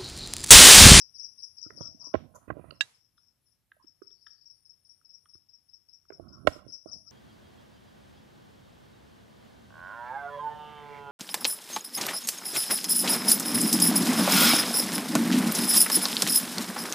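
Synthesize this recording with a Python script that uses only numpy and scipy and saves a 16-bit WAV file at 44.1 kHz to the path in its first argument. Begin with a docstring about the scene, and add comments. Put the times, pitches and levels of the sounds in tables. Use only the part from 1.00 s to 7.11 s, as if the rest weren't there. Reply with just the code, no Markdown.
"""A cricket chirps on the left of a hushed workshop, a few falling wing strokes a chirp.
From 0.7 s a soldering iron knocks and rubs on a circuit board close to the right microphone;
at 1.8 s its tip snaps off a pin with a ping. Light touches on the joints follow while two
farther crickets take turns. The hardest knock lands at 5.5 s, then the near cricket returns.
Thinner insects buzz far off throughout."""
import sys
import numpy as np
from scipy import signal
from scipy.fft import rfft, irfft
from scipy.io import wavfile
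from scipy.ndimage import uniform_filter1d

SR = 44100
rng = np.random.default_rng(int(sys.argv[2]) if len(sys.argv) > 2 else 0)


def digitize_waveform(pressure):
    """Quantize a signal to 16-bit integers and store it at the path in sys.argv[1].

    Rows of a 2-D input are taken as channels; values are limited to [-1, 1].
    """
    field = np.atleast_2d(pressure).T
    bounded = np.clip(field, -1, 1)
    quanta = np.round(bounded * 32767).astype(np.int16)
    wavfile.write(sys.argv[1], SR, quanta)


N = 269451
TIME = np.arange(N) / SR

# board in its chassis: f/Hz, level/dB, t60/s
BOARD_MODES = [(97, -17, 0.082), (151.5, -12, 0.031), (327, -7, 0.06), (422, -11, 0.04), (497.3, -3, 0.021),
               (601.7, 0, 0.029), (726.3, -12.5, .025), (1045, -3.5, 0.026), (1335, -1.5, 0.014),
               (1475, -14, 0.019), (1882, -10, .022), (2200, -7.5, 0.014), (2500, -14, .016),
               (2790, -11, 0.014), (3200, -15, 0.016), (3800, -19, .016), (4250, -18, 0.015),
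               (4950, -20, .01), (5450, -24, .014), (7500, -25, 0.0055)]
# iron and hand on the board: t/s, level/dB, f_low/Hz, f_high/Hz, pitch ratio
BOARD_KNOCKS = [(.663, -48, 90, 320, 1), (.776, -55, 200, 700, .9), (.807, -38.5, 120, 230, 1.1),
                (.8085, -44, 400, 1210, .92), (.946, -53.5, 155, 240, .9), (1.071, -55, 200, 380, .95),
                (1.140, -32, 300, 3600, 1.04), (1.1442, -20, 160, 850, 1.01), (1.152, -29, 60, 2300, 1.02),
                (1.156, -33.5, 60, 105, .96), (1.228, -50, 60, 300, 1), (1.479, -45, 60, 420, .95),
                (1.502, -31, 100, 1790, 1.03), (1.504, -36, 1050, 1600, 1.03), (1.516, -37, 95, 200, .96),
                (1.568, -41.5, 110, 640, .95), (1.594, -47, 150, 800, 1.1), (1.642, -50, 95, 950, 1.12),
                (1.722, -51, 110, 650, .93), (4.352, -61, 60, 170, 1), (5.103, -48, 350, 1100, 1.05),
                (5.197, -41, 60, 700, 1.08), (5.45, -42, 60, 380, .92), (5.464, -41, 200, 450, 1.05),
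                (5.4715, -24, 700, 7000, 1), (5.4729, -15.5, 450, 4540, 1), (5.476, -28, 60, 290, .95),
                (5.517, -50, 90, 300, .9), (5.562, -48, 120, 450, 1.05), (5.665, -50, 80, 500, .95),
                (5.688, -56, 150, 420, 1), (5.859, -42.5, 140, 700, 1.04)]
def knocks():
    """Each knock rings the board, soft ones only its low modes; the hand's grip shifts the pitch."""
    out = np.zeros((2, N))
    for s, db, low_hz, high_hz, pitch in BOARD_KNOCKS:
        modes = [(hz * pitch, mode_db, t60) for hz, mode_db, t60 in BOARD_MODES]
        board = band(ring(modes, attack_s=.00025), low_hz, high_hz)
        add(out, s, blow(board, db) * mics(-40.5, 0))
    return out


# tip and pin: f/Hz, level/dB, t60/s
METAL_MODES = [(1090, -24, 0.01), (1938, -23, 0.082), (2700, -3.5, 0.029), (3240, -3.5, 0.02086),
               (3700, -2, 0.036), (4537, -10.5, 0.023), (4660, -14, .045), (5260, -12, 0.028),
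               (1669, 0, .042), (2762, 0, .04), (3866, -10, .075), (6126, -18, .05), (7133, -17, .055),
               (7800, -19, .04), (8900, -20, 0.015), (11300, -37, .02)]
# snap: t/s, level/dB, left minus right/dB
PIN_SNAP = (1.8083, -20.5, -33.5)
def ping():
    """The tip snaps off a pin and both ring, so close that the sound stays dry."""
    out = np.zeros((2, N))
    s, db, pan_db = PIN_SNAP
    metal = band(ring(METAL_MODES, attack_s=.0002), 640, 12540)
    add(out, s, blow(metal, db) * mics(pan_db, 0))
    return out


# tip alone: f/Hz, level/dB, t60/s
TIP_MODES = [(1265, -2, .02), (1380, -8, .025), (2320, -18, .012)]
# touches: t/s, level/dB, joint f/Hz, joint level/dB, pin f/Hz, pin level/dB,
# thud level/dB, thud f/Hz, left minus right/dB
JOINT_TOUCHES = [(.702, -50, 1100, 8, 1800, 0, -52, 420, -44),
                 (1.706, -46, 2800, 14, 4200, 8, -59, 400, -36.5),
                 (2.177, -74, 1350, -3, 3550, -3, -96.5, 380, 5),
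                 (2.716, -56, 1560, 13, 2960, -12, -90, 380, -3),
                 (2.765, -85, 1300, 0, 3000, -10, -68, 620, -25),
                 (2.841, -77, 1050, 3, 3000, -10, -61, 310, -25),
                 (3.016, -59.5, 1400, 0, 1850, -14, -46, 385, -43),
                 (3.105, -83, 1650, 0, 3420, 16, -82, 380, 7.5),
                 (3.265, -60.5, 1690, 9, 3260, 3, -92, 380, 5.5),
                 (4.011, -72.5, 1440, 0, 2900, -20, -96.5, 380, -15),
                 (4.254, -67, 1780, 4, 3030, 3, -90.5, 380, -2),
                 (4.35, -75, 1500, 0, 3500, -8, -66, 340, -19),
                 (5.05, -74, 1280, 8, 2000, -20, -85, 380, -25),
                 (5.101, -54.5, 1450, 6, 1850, -12, -46, 375, -42),
                 (5.119, -61, 1100, 4, 1900, -8, -51, 400, -34)]
def touches(grit=.16, detune=.03, settle_s=.005, joint_t60_s=.008, pin_t60_s=.009, thud_t60_s=.022):
    """The tip settles on a joint and rings with it, its pin and the hollow under the board."""
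    out = np.zeros((2, N))
    contact = swell(settle_s, power=1)
    for s, db, joint_hz, joint_db, pin_hz, pin_db, thud_db, thud_hz, pan_db in JOINT_TOUCHES:
        modes = [(hz * np.exp(detune * rng.standard_normal()), mode_db, t60)
                 for hz, mode_db, t60 in TIP_MODES]
        modes.append((joint_hz, joint_db, joint_t60_s))
        modes += [(hz, pin_db, pin_t60_s) for hz in (pin_hz, pin_hz * 1.08)]  # close pair
        push = grit * contact * rng.standard_normal(SR // 10)[:len(contact)]
        push[len(push) // 2] += 1
        tip = band(signal.fftconvolve(ring(modes, attack_s=.0018), push), 950, 5000, order=6)
        thud = band(ring([(thud_hz, 0, thud_t60_s)], attack_s=.003), thud_hz * .65, thud_hz * 1.3)
        add(out, s, blow(tip, db) * mics(pan_db, 0))
        add(out, s, blow(thud, thud_db) * mics(pan_db, 0))
    return out


def taps():
    """Knocks and touches with room echoes; those away from the right microphone get more room."""
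    heavy, light = knocks(), touches()
    direct = heavy + light
    heavy_echo = room(heavy[1], t60_s=.5, gap_s=.0066) * mics(-41, -26)
    light_echo = room(light[1], t60_s=.36, gap_s=.006) * mics(-36, -14)
    left_echo = room(direct[0], t60_s=.4, gap_s=.0044) * mics(-11, -14)
    return direct + heavy_echo + light_echo + left_echo


# rustles: t/s, level/dB, t60/s, length/s, crack over tail/dB, crack decay/s, f_high/Hz
BLOW_RUSTLES = [(1.143, -54.5, .5, .12, 3, .01, 3700), (1.809, -54.5, .55, .19, 13, .007, 11000),
                (5.471, -51.5, .55, .125, 17, .0048, 13800)]
def rustles():
    """A crack and a bright, lingering rustle follow the hardest blows."""
    out = np.zeros((2, N))
    t = TIME[:SR // 2]
    for s, db, t60_s, length_s, crack_db, crack_s, high_hz in BLOW_RUSTLES:
        noise = band(rng.standard_normal((2, len(t))), 500, 5500, order=1)
        grit = band(unit(band(noise, 300, 14000, order=8)), 300, high_hz)
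        crack = grit * undb(crack_db) * np.exp(-t / crack_s)
        tail = grit * decay(t, t60_s) / np.hypot(1, (t / length_s) ** 8)
        add(out, s, (crack * mics(-3, 0) + tail * mics(-1.2, 0)) * undb(db))
    return out


def stick_slip(per_second, spread_db, patchy_db, places=3, detune=.08, place_db=3):
    """Uneven jerks wander between contact places, each ringing the board in its own way."""
    out = np.zeros(N)
    for _ in range(places):
        offsets = rng.standard_normal((len(BOARD_MODES), 2))
        modes = [(hz * np.exp(detune * sharp), db + 2 * loud, t60)
                 for (hz, db, t60), (sharp, loud) in zip(BOARD_MODES, offsets)]
        jerks = impulses(per_second / places)
        strength = undb(spread_db * rng.standard_normal(N) + place_db * wander(samples=1500))
        out += unit(signal.fftconvolve(jerks * strength, ring(modes, attack_s=.0001))[:N])
    return unit(out * undb(patchy_db * wander(samples=900)))


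# drags: t/s, length/s, level/dB, rasp over rumble/dB
BOARD_RUBS = [(.68, .19, -57.5, -6), (.87, .57, -65, -5), (1.15, .08, -52, -7), (1.47, .13, -49, -8),
              (1.62, .19, -60, -5), (5.1, .1, -65, -3), (5.2, .26, -51.5, -10), (5.5, .2, -58, -7),
              (5.86, .1, -60, -3), (5.97, .14, -71, -8)]
def rubs(attack_s=.025, release_s=.035):
    """Hand and iron drag on the board with a low, smooth rumble and some rasp."""
    drag = stick_slip(per_second=2000, spread_db=2.5, patchy_db=1.2)
    rumble = unit(band(drag, 80, 230, order=3))
    rasp = unit(narrow(drag, 250, 780, order=3))
    out = np.zeros(N)
    for s, length_s, db, rasp_db in BOARD_RUBS:
        press = np.clip((TIME - s) / attack_s, 0, 1)
        release = np.exp(-np.maximum(TIME - s - length_s, 0) / release_s)
        out += (rumble + undb(rasp_db) * rasp) * undb(db) * press * release
    return out * mics(-26, 3.5)


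# skids: t/s, length/s, level/dB, f_low/Hz, f_high/Hz, left minus right/dB
SOLDER_SCUFFS = [(.652, .032, -62, 1270, 1470, -25), (.765, .15, -64, 1100, 1480, -25),
                 (.805, .035, -74.5, 3150, 3750, 4), (.84, .055, -83, 3300, 3750, 4),
                 (1.0, .105, -61, 680, 1230, -28), (1.1, .12, -63, 1000, 1450, -28),
                 (1.338, .055, -51, 480, 1450, -28), (1.39, .085, -66, 700, 1800, -28),
                 (1.475, .06, -53, 1000, 2300, -28), (1.545, .075, -51.5, 300, 1550, -28),
                 (1.52, .27, -63.5, 900, 2400, -28), (2.795, .04, -65, 900, 1180, -22),
                 (5.2, .11, -66, 1080, 1480, -28), (5.28, .19, -62.5, 1080, 1540, -28),
                 (5.48, .17, -60, 1020, 1450, -28), (5.865, .07, -66, 1120, 1430, -25),
                 (6.05, .05, -72, 1200, 1430, -20)]
def scuffs():
    """The tip skids over solder in short, bright bursts of stick and slip."""
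    skid = stick_slip(per_second=3600, spread_db=4, patchy_db=.5)
    out = np.zeros((2, N))
    for s, length_s, db, low_hz, high_hz, pan_db in SOLDER_SCUFFS:
        shape = swell(length_s, power=.45)
        grain = narrow(skid, low_hz, high_hz)[int(s * SR):][:len(shape)]
        add(out, s, unit(grain * shape[:len(grain)]) * undb(db) * mics(pan_db, 0))
    return out


# thin scratches: t/s, length/s, level/dB
GRIT_SCRATCHES = [(.808, .045, -71), (1.343, .036, -58)]
def scratches(per_second=1500, spread_db=5, ring_hz=(6300, 7400), fizz_db=-3):
    """Tiny grains catch and let go on the left, ringing high; the room carries them on."""
    grains = impulses(per_second) * undb(spread_db * rng.standard_normal(N))
    grit = unit(narrow(grains, *ring_hz, order=2)) + undb(fizz_db) * unit(narrow(grains, 5500, 13000))
    out = np.zeros(N)
    for s, length_s, db in GRIT_SCRATCHES:
        shape = swell(length_s, power=.7)
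        add(out, s, unit(grit[int(s * SR):][:len(shape)] * shape) * undb(db))
    return out * mics(0, -22) + room(out, t60_s=.3, gap_s=.004) * mics(-7, -22)


# song: cricket, t/s, level/dB, opening stroke/dB, rest/s, strokes in each chirp
SONG_BOUTS = [("near", -.055, -39.8, -6.5, .1037, (2, 3, 2, 2, 3, 2)),
              ("far", 1.739, -66.5, -1.5, .102, (2, 3, 3)), ("far", 2.452, -71, -1, .102, (2,)),
              ("middle", 2.82, -52, -11, .11, (2,)), ("middle", 3.018, -48, -6, .0615, (3, 3, 3)),
              ("middle", 3.646, -47.6, -6.3, .11, (2, 2, 3, 2, 2, 2, 2, 2, 2, 2)),
              ("near", 5.674, -39.7, -10, .1045, (2, 2, 2))]
def wing_strokes(beat_s=.0442):
    """A chirp is a few evenly spaced strokes, then a rest; yields cricket, t/s, level/dB, is first."""
    for who, s, db, opening_db, rest_s, chirps in SONG_BOUTS:
        for count in chirps:
            for k in range(count):
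                if -beat_s / 2 < s < N / SR:
                    yield who, s, db + (opening_db if k == 0 else 0), k == 0
                s += beat_s
            s += rest_s


# voice by cricket: f_start/Hz, fall/Hz, slide length/s, step per slide/dB, pitch drop per slide (0-1),
# room send/dB, wing f_low/Hz, wing f_high/Hz
CRICKET_VOICES = {"near": (5950, 1000, .019, 0, .026, 0, 4520, 6050),
                  "middle": (5680, 600, .016, -8, .025, 1, 4780, 5720),
                  "far": (5700, 500, .03, -2, .025, 2, 4900, 5850)}
def crickets(slide_gap_s=.0085, opening_flat=.03, bend=1.4, detune=.008, waver=.014,
             grip_db=3.5, scatter_db=1.2, lift_db=-20, lift_lead_s=.028):
    """Each wing closing is three raspy falling slides, each lower than the last; walls blur them."""
    wings = {who: np.zeros(N) for who in CRICKET_VOICES}
    teeth, grip = wander(samples=30), wander(samples=45)  # uneven teeth shake pitch and strength
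    for who, s, db, opens in wing_strokes():
        start_hz, fall_hz, length_s, step_db, drop = CRICKET_VOICES[who][:5]
        slides = [(s + k * slide_gap_s, 1 - k * drop - opening_flat * opens, db + k * step_db)
                  for k in range(3)]
        if opens:  # wings brush as they lift
            slides.append((s - lift_lead_s, 1, db + lift_db))
        shape = swell(length_s, power=.6)
        glide_hz = start_hz - fall_hz * np.linspace(0, 1, len(shape)) ** bend
        for at_s, pitch, slide_db in slides:
            sharp, loud = rng.standard_normal(2)
            span = (int(at_s * SR) + np.arange(len(shape))) % N
            hz = pitch * glide_hz * (1 + detune * sharp + waver * teeth[span])
            tone = np.sin(2 * np.pi * np.cumsum(hz) / SR)
            slide = unit(shape * undb(grip_db * grip[span]) * tone)
            add(wings[who], at_s, slide * undb(slide_db + scatter_db * loud))
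    direct, sent = np.zeros((2, N))
    for who, (*_, room_db, low_hz, high_hz) in CRICKET_VOICES.items():
        song = narrow(wings[who], low_hz, high_hz, order=8)  # a wing radiates only in its own band
        direct += song
        sent += song * undb(room_db)
    early = room(band(sent, 4700, 9000), t60_s=.08, gap_s=.001)
    late = room(band(sent, 5400, 9000, order=6), t60_s=.34, gap_s=.002)  # high starts linger
    return direct * mics(-4, -32.5) + early * mics(-4.5, -28) + late * mics(-2, -23)


def buzz(length_s, hz, db, width_hz):
    """A far insect on the left, blurred by echoes into a narrow swelling band."""
    shape = swell(length_s, power=.48)
    rasp = narrow(rng.standard_normal(SR), hz - width_hz / 2, hz + width_hz / 2, order=3)
    return unit(rasp[-len(shape):] * shape) * undb(db) * mics(0, -22.5)


# thin chirper: t/s, level/dB
CHIRP_LEVELS = [(.2, -74), (2.2, -81), (4.7, -84), (5.9, -77.5)]
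# other insects: t/s, length/s, f/Hz, level/dB
INSECT_BUZZES = [(.078, .19, 9400, -72.5), (.31, .22, 9360, -70), (1.331, .2, 9350, -79.5),
                 (1.597, .2, 9260, -76.5), (3.0, .65, 4720, -70), (3.47, .3, 9440, -75.5),
                 (3.78, .27, 9380, -74), (4.16, .26, 9300, -75), (5.8, .19, 9450, -76.5)]
def far_insects(first_s=.175, period_s=.2738, scatter_db=2, scatter_s=.015):
    """One insect chirps thinly at a nearly even pace; others buzz now and then."""
    out = np.zeros((2, N))
    for s in np.arange(first_s, N / SR, period_s):
        late, loud = rng.standard_normal(2)
        db = np.interp(s, *np.transpose(CHIRP_LEVELS)) + scatter_db * loud
        add(out, s + scatter_s * late, buzz(length_s=.17, hz=10030, db=db, width_hz=460))
    for s, length_s, hz, db in INSECT_BUZZES:
        add(out, s, buzz(length_s, hz, db, width_hz=380))
    return out


# noise spectrum: f/Hz, level/dB
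HUSH_SPECTRUM = [(20, -120), (40, -108), (70, -100.5), (120, -101), (200, -109), (400, -117), (1000, -121),
                 (4000, -124), (7000, -127), (10000, -123), (14000, -122), (14700, -148)]
def hush():
    """Room noise and microphone hiss, half common to both sides, a little stronger at first."""
    hz, db = np.transpose(HUSH_SPECTRUM)
    bins_hz = np.fft.rfftfreq(N, 1 / SR)
    colour = undb(np.interp(np.log(bins_hz + 1), np.log(hz), db)) * np.sqrt(SR / 2)
    noise = unit(rng.standard_normal((2, N)) + rng.standard_normal(N))
    gain_db = np.interp(TIME, [1.7, 2.1], [2.5, -.5])
    return irfft(rfft(noise) * colour, N) * undb(gain_db)


def room(x, t60_s, gap_s):
    """Diffuse echoes of unit energy, different at each microphone."""
    t = TIME[:SR * 3 // 4]
    echoes = rng.standard_normal((2, len(t))) * decay(t, t60_s) * np.clip(t / gap_s - 1, 0, 1)
    echoes /= np.sqrt(np.sum(echoes ** 2, axis=1, keepdims=True))
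    return signal.fftconvolve(x[None], echoes, axes=1)[:, :N]


def ring(modes, attack_s):
    """Modes build up while the contact lasts, then decay."""
    t = TIME[:SR // 4]
    tones = sum(undb(db) * np.sin(2 * np.pi * hz * t) * decay(t, t60) for hz, db, t60 in modes)
    return (1 - np.exp(-t / attack_s)) * tones


def blow(x, db, window_s=.025):
    """Scale a blow so its energy, spread over the window, has rms level db."""
    return x * undb(db) / np.sqrt(np.sum(x ** 2) / (window_s * SR))


def decay(t, t60_s):
    """Exponential fall, 60 dB in t60_s."""
    return np.exp(-np.log(1000) * t / t60_s)


def swell(length_s, power):
    """Rounded rise and fall."""
    return np.hanning(int(length_s * SR)) ** power


def impulses(per_second):
    """Unit impulses of random time and sign."""
    return (rng.random(N) < per_second / SR) * rng.choice([-1, 1], N)


def wander(samples):
    """Smooth random drift of rms 1."""
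    return unit(uniform_filter1d(uniform_filter1d(rng.standard_normal(N), samples), samples))


def band(x, low_hz, high_hz, order=4):
    """Butterworth high-pass, then low-pass."""
    x = signal.sosfilt(signal.butter(order, low_hz, "high", fs=SR, output="sos"), x)
    return signal.sosfilt(signal.butter(order, high_hz, fs=SR, output="sos"), x)


def narrow(x, low_hz, high_hz, order=4):
    """Steep Butterworth band-pass."""
    return signal.sosfilt(signal.butter(order, [low_hz, high_hz], "band", fs=SR, output="sos"), x)


def add(out, s, sound):
    """Mix a sound in at time s."""
    i = min(max(int(s * SR), 0), N)
    n = min(sound.shape[-1], N - i)
    out[..., i:i + n] += sound[..., :n]


def mics(left_db, right_db):
    """Microphone gains, as a column."""
    return undb([[left_db], [right_db]])


def undb(db):
    """Decibels to gain."""
    return 10 ** (np.asarray(db) / 20)


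def unit(x):
    """Scale to rms 1."""
    return x / np.sqrt(np.mean(x ** 2))


def scene():
    """Work on the right, insects on the left."""
    work = taps() + ping() + rustles() + rubs() + scuffs()
    return work + scratches() + crickets() + far_insects() + hush()


def record(dry):
    """Clip at full scale, then low-pass steeply at 16.4 kHz."""
    return signal.sosfilt(signal.ellip(8, .2, 70, 16446, fs=SR, output="sos"), np.clip(dry, -1, 1))


dry = scene()
out = record(dry)
digitize_waveform(out)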